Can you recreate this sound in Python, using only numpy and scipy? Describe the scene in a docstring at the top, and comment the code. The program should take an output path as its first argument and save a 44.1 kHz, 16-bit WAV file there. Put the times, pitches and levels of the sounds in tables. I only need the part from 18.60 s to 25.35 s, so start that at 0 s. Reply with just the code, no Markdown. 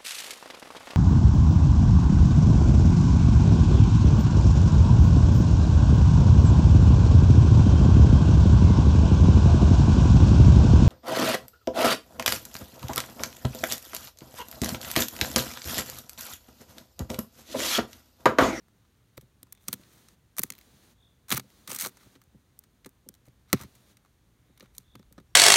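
"""A knife works under the plastic straps of a cardboard box outdoors, heard as short cracks loud and faint:
bursts of noise in card, strap and blade bands. Strap strokes scrape as rough noise with small slips.
The hollow box answers with dull knocks of decaying modes. Far off, an engine hums as narrow noise, birds
trill in falling whistles and faint narrow noises whisper. A rumble and a wash of shaped noise lie below,
and a brighter hiss rises for four stretches."""
import sys
import numpy as np
from scipy import signal
from scipy.fft import rfft, irfft
from scipy.io import wavfile
from scipy.ndimage import uniform_filter1d

SR = 44100
rng = np.random.default_rng(int(sys.argv[2]) if len(sys.argv) > 2 else 0)


def persist_wave(psi):
    """Save psi, clipped to +-1, as 16-bit WAV."""
    counts = np.round(np.clip(psi, -1, 1) * 32767).astype(np.int16)
    wavfile.write(sys.argv[1], SR, np.atleast_2d(counts).T)


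N = 297675  # length in samples


def undb(db):
    """Turn decibels into an amplitude factor."""
    return 10 ** (np.asarray(db) / 20)


def unit(x):
    """Scale a signal to rms 1."""
    return x / np.sqrt(np.mean(x ** 2))


def band(x, lo_hz, hi_hz):
    """Band-pass with moderate skirts."""
    edges_hz = [lo_hz, min(hi_hz, .45 * SR)]
    return signal.sosfilt(signal.butter(2, edges_hz, "bandpass", fs=SR, output="sos"), x)


def band_noise(centre_hz, width_hz):
    """White noise narrowed to one band, at rms 1."""
    white = rng.standard_normal(N)
    return unit(band(white, centre_hz - width_hz / 2, centre_hz + width_hz / 2))


def coloured(points):
    """Noise of rms 1 whose spectrum follows (pitch_hz, level_db) points."""
    point_hz, point_db = np.transpose(points)
    hz = np.maximum(np.arange(N // 2 + 1) * SR / N, 1)
    colour_db = np.interp(np.log(hz), np.log(point_hz), point_db)
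    return unit(irfft(rfft(rng.standard_normal(N)) * undb(colour_db), N))


def walk(rate):
    """Random levels drawn rate times a second and smoothed twice; rms 1."""
    hold = int(SR / rate)
    steps = np.repeat(rng.standard_normal(N // hold + 1), hold)
    return unit(uniform_filter1d(uniform_filter1d(steps, hold), hold)[:N])


def add(out, start_s, x):
    """Mix x into out from start_s."""
    i = int(start_s * SR)
    out[i:i + len(x)] += x[:len(out) - i]


WASH_DB = -64
# relative colour of the outdoor wash: pitch_hz [Hz], level_db [dB per Hz]
WASH_COLOUR = [(20, -25.5), (40, -9.5), (59, 0), (124, -6), (204, -9), (400, -18), (650, -25),
               (1350, -28.5), (2700, -29), (4200, -33), (6000, -34), (15500, -38.5)]


def wash():
    """Quiet outdoor air: shaped noise with a slight flutter in level."""
    return undb(WASH_DB + 0.25 * walk(36)) * coloured(WASH_COLOUR)


# level curve of the low rumble: time_s [s], level_db [dB]
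RUMBLE_CURVE = [(0, -73), (.8, -82), (1.75, -71.5), (2.4, -80.5), (3.65, -74.5), (4.8, -70.5), (5.4, -76.5),
                (6.5, -58.5), (6.75, -61)]


def rumble():
    """Gusty low noise whose level drifts around a drawn curve."""
    level_db = np.interp(np.arange(N) / SR, *np.transpose(RUMBLE_CURVE))
    return undb(level_db + 1.6 * walk(3.3)) * band_noise(55, 40)


# tones of the far engine: pitch_hz [Hz], width_hz [Hz], level_db [dB]
ENGINE_TONES = [(55.4, 3.1, -74), (118, 15, -70.5)]


def engine():
    """Two narrow noise bands, each slowly wavering in level, make the hum."""
    out = np.zeros(N)
    for pitch_hz, width_hz, level_db in ENGINE_TONES:
        out += undb(level_db + 0.87 * walk(0.65)) * band_noise(pitch_hz, width_hz)
    return out


# stretches of louder hiss: start_s [s], end_s [s], level_db [dB]
HISS_STRETCHES = [(1.058, 1.547, -62.5), (1.789, 2.333, -64), (2.722, 3.566, -63.5), (4.946, 5.338, -63)]
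# relative colour of that hiss: pitch_hz [Hz], level_db [dB per Hz]
HISS_COLOUR = [(120, -18.5), (200, -1), (530, -12.5), (900, -18.5), (4500, -19), (15800, -26)]


def loud_hiss():
    """Fluttering shaped noise that fades in and out quickly around each stretch."""
    t = np.arange(N) / SR
    flutter_db = 1.3 * walk(7) + 1.0 * walk(40)
    gain = np.zeros(N)
    for start_s, end_s, level_db in HISS_STRETCHES:
        gain += undb(level_db) * ((t > start_s) & (t < end_s))
    # 32 ms ramps
    return uniform_filter1d(gain, int(0.032 * SR)) * undb(flutter_db) * coloured(HISS_COLOUR)


# faint whispers, perhaps other birds: start_s [s], end_s [s], pitch_hz [Hz], width_hz [Hz], level_db [dB]
FAR_WHISPERS = [(5.66, 6.24, 2167, 450, -83), (5.85, 6.2, 3720, 349, -83), (6.638, 6.8, 5550, 150, -87)]


def whispers():
    """Narrow noise bands that swell, flutter and fade."""
    t = np.arange(N) / SR
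    out = np.zeros(N)
    for start_s, end_s, pitch_hz, width_hz, level_db in FAR_WHISPERS:
        swell = np.sin(np.pi * np.clip((t - start_s) / (end_s - start_s), 0, 1)) ** .5
        out += undb(level_db + 2.0 * walk(40)) * swell * band_noise(pitch_hz, width_hz)
    return out


# each note falls to the end pitch from 0.55 to 1.05 times the fall above it
NOTE_END_HZ, NOTE_FALL_HZ = 3240, 560
# bird trills: start_s [s], rate_hz [notes per s], notes [count], level_db [dB, loudest note before flutter]
BIRD_TRILLS = [(.888, 47, 9, -75), (2.358, 46.5, 9, -66), (6.217, 51, 11, -68)]


def bird():
    """Quick falling whistles that swell and fade over each trill, blurred by echoes from the trees."""
    out = np.zeros(N)
    for start_s, rate_hz, notes, level_db in BIRD_TRILLS:
        place = np.arange(int(notes / rate_hz * SR)) * rate_hz / SR
        part = place % 1
        swell = np.sin(np.pi * (place / notes) ** .85)
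        # louder notes start higher
        hz = NOTE_END_HZ + NOTE_FALL_HZ * (1 - part) ** 1.3 * (.55 + .5 * swell)
        note = np.sin(np.pi * part ** .7) ** .8
        whistle = np.sin(2 * np.pi * np.cumsum(hz) / SR)
        add(out, start_s, undb(level_db) * swell * note * whistle)
    t = np.arange(int(.2 * SR)) / SR
    trees = rng.standard_normal(len(t)) * undb(-37 - 60 * t / .4)
    flutter_db = 1.2 * walk(50)
    return out * undb(flutter_db) + signal.fftconvolve(out, trees)[:N]


# the box as a drum, before each knock varies it: pitch_hz [Hz], level_db [dB], t60_s [s]
BOX_MODES = [(85.6, -5, 0.085), (127.8, -1, 0.08), (181.4, -8.5, 0.058), (202.4, 1.5, 0.048),
             (265, -0.5, 0.05), (381.6, -5.5, 0.053), (510, 0.5, 0.029), (892, -14.5, 0.038)]
# blows on the box: start_s [s], peak_db [dB], centre_hz [Hz, favoured pitch], damping [times faster decay]
BOX_KNOCKS = [(0.576, -37, 80.7, 1.8), (0.578, -40.5, 510, 2), (0.622, -50.5, 130, 0.5),
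              (0.828, -50, 270, 1.5), (1.08, -33.5, 192, 0.69), (1.128, -36, 185, 0.52),
              (1.195, -48, 104, 1.9), (1.793, -29, 202, 1.6), (1.835, -36, 250, 1.1),
              (1.901, -46, 222, 0.5), (2.131, -52, 133, 0.26), (2.705, -40, 266, 2),
              (2.716, -23.5, 240, 0.63), (2.74, -26.5, 127, 1.95), (2.771, -32, 209, 0.46),
              (2.841, -49, 207, 0.46), (3.082, -40.5, 230, 0.69), (3.116, -37, 383, 0.74),
              (3.147, -43.5, 240, 0.39), (3.224, -40.5, 170, 0.41), (3.256, -34, 455, 0.52),
              (3.464, -46, 139, 2.2), (3.552, -51, 272, 0.42), (3.745, -46, 160, 0.78),
              (4.257, -39, 315, 0.8), (4.462, -46.5, 277, 0.66), (4.49, -46.5, 192, 1.2),
              (4.678, -45.5, 108, 2), (4.931, -13, 210, 1.07), (5.0, -36.5, 94.5, 0.6),
              (5.039, -39, 80.7, 1.2), (5.895, -52, 151, 0.91), (6.003, -51, 400, 0.84),
              (6.024, -44.5, 186, 0.97), (6.181, -53, 200, .8), (6.35, -42.5, 188, 0.9),
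              (6.394, -45, 157, 1.2), (6.51, -51, 141, 1), (6.58, -37.5, 222, 1.8), (6.598, -49, 217, 0.82)]


def knocks():
    """A blow rings the box modes; where it lands decides which modes are strong."""
    t = np.arange(int(.2 * SR)) / SR
    mode_hz, mode_db, t60_s = (c[:, None] for c in np.transpose(BOX_MODES))
    out = np.zeros(N)
    chance = rng.standard_normal((len(BOX_KNOCKS), 2, len(BOX_MODES), 1))
    for (start_s, peak_db, centre_hz, damping), (detune, scatter) in zip(BOX_KNOCKS, chance):
        # modes lose 7 dB per octave away from the favoured pitch
        weight_db = mode_db - 7 * np.abs(np.log2(mode_hz / centre_hz)) + 1.5 * scatter
        tuned_hz = mode_hz * (1 + .02 * detune)
        decay = undb(weight_db - 60 * t * damping / t60_s)
        rings = decay * np.sin(2 * np.pi * tuned_hz * t)
        # the panels take a cycle or so to get moving, so the lows come late
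        attack = (1 - np.exp(-t * mode_hz / .9)) ** 2
        knock = np.sum(rings * attack, axis=0)
        add(out, start_s, undb(peak_db) * knock / np.max(np.abs(knock)))
    return out


# broad resonances of strap and lid: pitch_hz [Hz], width_hz [Hz], level_db [dB]
STRAP_RINGS = [(1275, 130, 7), (2200, 550, 6.5), (4050, 290, 2.5), (5800, 800, 5), (8036, 730, 6),
               (13300, 6300, 5)]


def ringing(x):
    """The sound plus what each resonance of strap and lid adds to it."""
    out = x.copy()
    for pitch_hz, width_hz, level_db in STRAP_RINGS:
        peak = signal.iirpeak(pitch_hz, pitch_hz / width_hz, fs=SR)
        out += (undb(level_db) - 1) * signal.lfilter(*peak, x)
    return out


# bands of card, strap and blade, in that order: low_hz [Hz], high_hz [Hz]
PART_BANDS = [(550, 1600), (1600, 5000), (5000, 15500)]


def radiated(grain_db):
    """Card, strap and blade each carry one band of ringing noise; all follow the same grain."""
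    parts = []
    for low_hz, high_hz in PART_BANDS:
        grains = rng.standard_normal(N) * undb(grain_db)
        parts.append(unit(band(ringing(grains), low_hz, high_hz)))
    return np.array(parts)


STROKE_RISE, STROKE_FALL = .2, 0.41  # shares of the stroke
# strokes of strap over card: start_s [s], length_s [s], level_db [dB], treble_db [dB relative to level_db]
STROKES = [(.1, 0.58, -82.5, -9), (0.993, 0.082, -74.5, 3), (1.078, 0.094, -66.5, 4),
           (1.302, 0.14, -70.5, 0), (1.788, 0.11, -68.5, 7.5), (2.707, 0.056, -38.5, -1.5),
           (2.748, 0.077, -63.5, -3), (3.071, 0.13, -49, 1), (3.181, 0.12, -47.5, 2),
           (3.388, 0.1, -67.5, -4), (4.649, 0.034, -70.5, -1.5), (4.87, 0.1, -65.5, -11.5),
           (4.934, .04, -54, -8), (4.965, 0.097, -54.5, -7), (5.989, 0.091, -71, -9), (6.124, 0.13, -74, 1)]


def stroke(t):
    """Level and treble gains of the strokes at times t: each stroke rises, holds and falls."""
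    start_s, length_s, level_db, treble_db = (c[:, None] for c in np.transpose(STROKES))
    place = (t - start_s) / length_s
    shape = np.clip(np.minimum(place / STROKE_RISE, (1 - place) / STROKE_FALL), 0, 1)
    gain = undb(level_db) * shape
    return gain.sum(axis=0), (gain * undb(treble_db)).sum(axis=0)


def drag():
    """A strap scrapes as dense stick-slip noise whose strength jumps from moment to moment."""
    level, treble = stroke(np.arange(N) / SR)
    card, strap, blade = radiated(2.0 * walk(300))
    return level * undb(-4.5) * (card + strap) + treble * blade


SLIPS_PER_S, SLIP_T60_MS = 150, 18
# card, strap and blade relative to the stroke, and their random spread
SLIP_DB, SLIP_SCATTER_DB = (-12.5, 1, 5), 4.5


def slips():
    """A sliding strap slips in small cracks at uneven moments; rows have the columns of BURSTS."""
    count = int(SLIPS_PER_S * N / SR)
    place, scatter = rng.random(count), rng.standard_normal((count, 3))
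    time_s = (np.arange(count) + place) / SLIPS_PER_S
    level, treble = stroke(time_s)
    on = level > 0
    stroke_db = 20 * np.log10(np.transpose([level, level, treble])[on])
    parts_db = stroke_db + SLIP_DB + SLIP_SCATTER_DB * scatter[on]
    return [(s, *db, 0, SLIP_T60_MS) for s, db in zip(time_s[on], parts_db)]


BLADE_TOP_HZ = 10500  # the lift acts above this
# short noise bursts, loud and faint, some a soft lead-in just before a loud crack:
# time_s [s, 0.4 ms after the onset], card_db [dB], strap_db [dB], blade_db [dB],
# lift_db [dB, blade's top before levelling], t60_ms [ms, blade; at least 2 is used]
BURSTS = [(0.084, -53, -73, -60, 0, 6.9), (0.2496, -59, -71, -70, 0, 7.3), (0.5708, -61, -55, -53, 5, 49),
          (0.5776, -38.5, -34.5, -37, 11, 6.7), (0.6105, -72, -60.5, -55.5, 2, 52),
          (0.8307, -68, -45.5, -36, 6, 10.8), (0.869, -61, -72, -65, -4, 18),
          (0.9245, -56.5, -46.5, -33, 8.5, 14.6), (0.9504, -76, -57, -54, 0, 12),
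          (0.975, -70, -60, -66, 0, 22), (1.078, -63, -52.5, -50, 4, 27),
          (1.0832, -35, -32.5, -20.5, -4, 15), (1.129, -40, -27, -21, 4.5, 15),
          (1.1375, -48, -35.5, -27, 5, 13), (1.213, -70, -61, -57, 0, 14),
          (1.2344, -66, -50.5, -62, -6, 13), (1.4856, -62, -55.5, -51, -14, 26),
          (1.7674, -49, -54, -39, -5, 17), (1.7755, -51, -54, -37, -1, 19),
          (1.7835, -34, -26.5, -20, -1, 12.4), (1.7931, -34.5, -27, -14, 11, 12.4),
          (1.8184, -49, -50, -32, 0, 8.7), (1.8318, -54, -42.5, -41, 0, 28),
          (1.8349, -31, -24.5, -13.5, 1.5, 9.2), (1.9031, -51, -29, -24.5, -6, 9.8),
          (1.9216, -61, -42.5, -39, -6, 16), (1.9364, -59, -47, -50, 11, 11),
          (1.952, -70, -52, -52, 15, 16), (1.9819, -67, -46, -45, 17, 6.4),
          (1.988, -76, -46.5, -43, 24, 10.5), (2.012, -65.5, -47.5, -51, 11, 11),
          (2.6831, -54, -48.5, -46.5, -1, 32), (2.694, -49, -47, -36.5, -1, 23.5),
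          (2.7044, -32, -26.5, -22, 2, 13), (2.7154, -52, -17, -26, 2, 12.8),
          (2.7214, -39, -32, -19, -3, 11), (2.7236, -21, -17.5, -18, -1, 14),
          (2.7413, -40, -35, -33, 2, 19), (2.7557, -63, -38.5, -42, 6, 68),
          (2.7676, -43, -37, -30.5, 0, 19), (2.7717, -25.5, -34, -21.5, 0, 8),
          (2.776, -28.5, -29, -20, 9, 13.7), (2.7974, -34, -31, -30, 0, 9.9),
          (2.9033, -66, -48.5, -51, 2, 5), (3.0757, -46, -38, -35, 0, 26), (3.095, -59, -50, -40, 2, 7.5),
          (3.1, -40, -38, -33, -2, 7.9), (3.104, -37, -38, -34, -4, 14),
          (3.1166, -40, -36, -26.5, -5, 15.4), (3.1304, -57, -43, -33, 4, 20),
          (3.1457, -55, -47, -37, 0, 20), (3.149, -41, -39, -26.5, 0, 11), (3.1615, -57, -47, -29, -6, 26),
          (3.187, -65, -37, -27, -4, 19), (3.1968, -64, -36.5, -29.5, -10, 48),
          (3.2106, -57, -34.5, -30, 2, 34), (3.2151, -45, -48, -30, -3, 12),
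          (3.2223, -50, -40, -29.5, 0, 43), (3.2396, -45, -42, -35, -2, 49),
          (3.2485, -34, -27.5, -29, -1, 12.5), (3.2607, -34, -35.5, -31, -3, 29),
          (3.2704, -56, -59, -32.5, -9, 18), (3.371, -56, -57.5, -52, -10, 31),
          (3.5543, -61, -54.5, -71, 0, 30), (3.6165, -62, -56.5, -56, 1.5, 24),
          (3.6382, -74, -70, -56, 3, 9), (3.991, -73.5, -76, -35.5, 8, 11),
          (4.0374, -67.5, -59.5, -56.5, -4.5, 31), (4.2464, -76, -42.5, -53, -1, 12.5),
          (4.2608, -48.5, -47, -43, 0, 25), (4.2922, -70, -62.5, -49.5, 4, 10.4),
          (4.4888, -55, -50, -32, -3, 11.7), (4.5406, -73, -54, -50, -0.5, 12),
          (4.5495, -68.5, -61.5, -58.5, 0, 23), (4.684, -67, -59.5, -59.5, -2, 13),
          (4.9293, -23.5, -22, -17, 2.5, 26), (4.9303, -25, -16.5, -20.5, 4, 13),
          (5.0034, -46, -62, -55, 0, 22), (5.0124, -48.5, -64, -43.5, 0, 43),
          (5.0347, -50, -64, -46, 0, 18), (5.152, -73, -61.5, -57.5, -3, 62),
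          (5.3698, -70, -53.5, -53, -3.5, 18), (5.4493, -52, -61.5, -60.5, 0, 8.3),
          (5.4592, -60.5, -67, -68, 0.5, 16.5), (5.9761, -63.5, -53, -54.5, 1, 16.7),
          (5.9982, -54, -52, -49, 2, 13), (6.0067, -58.5, -40, -54, -4, 12),
          (6.026, -57, -64.5, -59, 0, 27), (6.0558, -61.5, -63.5, -69, 0.5, 25),
          (6.15, -66.5, -57, -51, -1.5, 12), (6.1822, -57, -56, -27.5, -8, 8.6),
          (6.354, -43, -43.5, -48.5, 0.5, 13.2), (6.3943, -60, -57.5, -62.5, 0, 19),
          (6.428, -56.5, -58.5, -65.5, 0, 12), (6.5254, -66, -66, -50.5, 5.5, 24),
          (6.58, -50, -53, -67, -1, 28), (6.5867, -47, -55.5, -67.5, 0, 6.3),
          (6.6004, -64, -61, -63.5, 0, 26)]


def cracks():
    """Each burst is noise grains under a quick rise, a fall of its own length and a weak extra tail."""
    t = np.arange(int(.08 * SR)) / SR
    # card, strap, blade: the larger parts start more slowly and last longer
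    rise_s, stretch = np.array([[.001], [.0004], [.0002]]), np.array([[1.6], [1.2], [1.]])
    breaks = np.pad(radiated(3.0 * walk(1500)), ((0, 0), (0, len(t))), mode="wrap")
    highpass = signal.butter(2, BLADE_TOP_HZ, "highpass", fs=SR, output="sos")
    blade_top = signal.sosfiltfilt(highpass, breaks[2])
    out = np.zeros(N)
    for time_s, *parts_db, lift_db, t60_ms in BURSTS + slips():
        fall = undb(-60 * t / (stretch * max(t60_ms, 2) / 1000))
        tail = undb(-34.0 - 60 * t / 0.014)
        shape = (1 - np.exp(-t / rise_s)) * (fall + tail)
        # a very brief lift sharpens the front of the burst
        shape = shape * (1 + 0.35 * np.exp(-t / 0.00012))
        start_s = time_s - .0004
        i = int(start_s * SR)
        burst = shape * breaks[:, i:i + len(t)]
        burst[2] += (undb(lift_db) - 1) * shape[2] * blade_top[i:i + len(t)]
        # the table sets the energy of each band, chance only its fine grain
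        burst *= np.sqrt(np.sum(shape ** 2, axis=1) / np.sum(burst ** 2, axis=1))[:, None]
        add(out, start_s, undb(parts_db) @ burst)
    return out


def scene():
    """Mix the background, the birds, the box and the knife into one channel."""
    background = wash() + rumble() + engine() + loud_hiss() + whispers() + bird()
    return (background + knocks() + drag() + cracks())[None]


CASE_ECHO_MS, CASE_ECHO_DB, TOP_HZ = .39, -13, 15800


def record(dry):
    """An inverted echo inside the phone's case dents the treble; the deepest bass and the top are cut."""
    echo = np.roll(dry, round(CASE_ECHO_MS * SR / 1000), axis=1)
    cased = dry - undb(CASE_ECHO_DB) * echo
    cased = signal.sosfilt(signal.butter(2, 45, "highpass", fs=SR, output="sos"), cased)
    return signal.sosfilt(signal.ellip(10, .2, 70, TOP_HZ, fs=SR, output="sos"), cased)


dry = scene()
out = record(dry)
persist_wave(out)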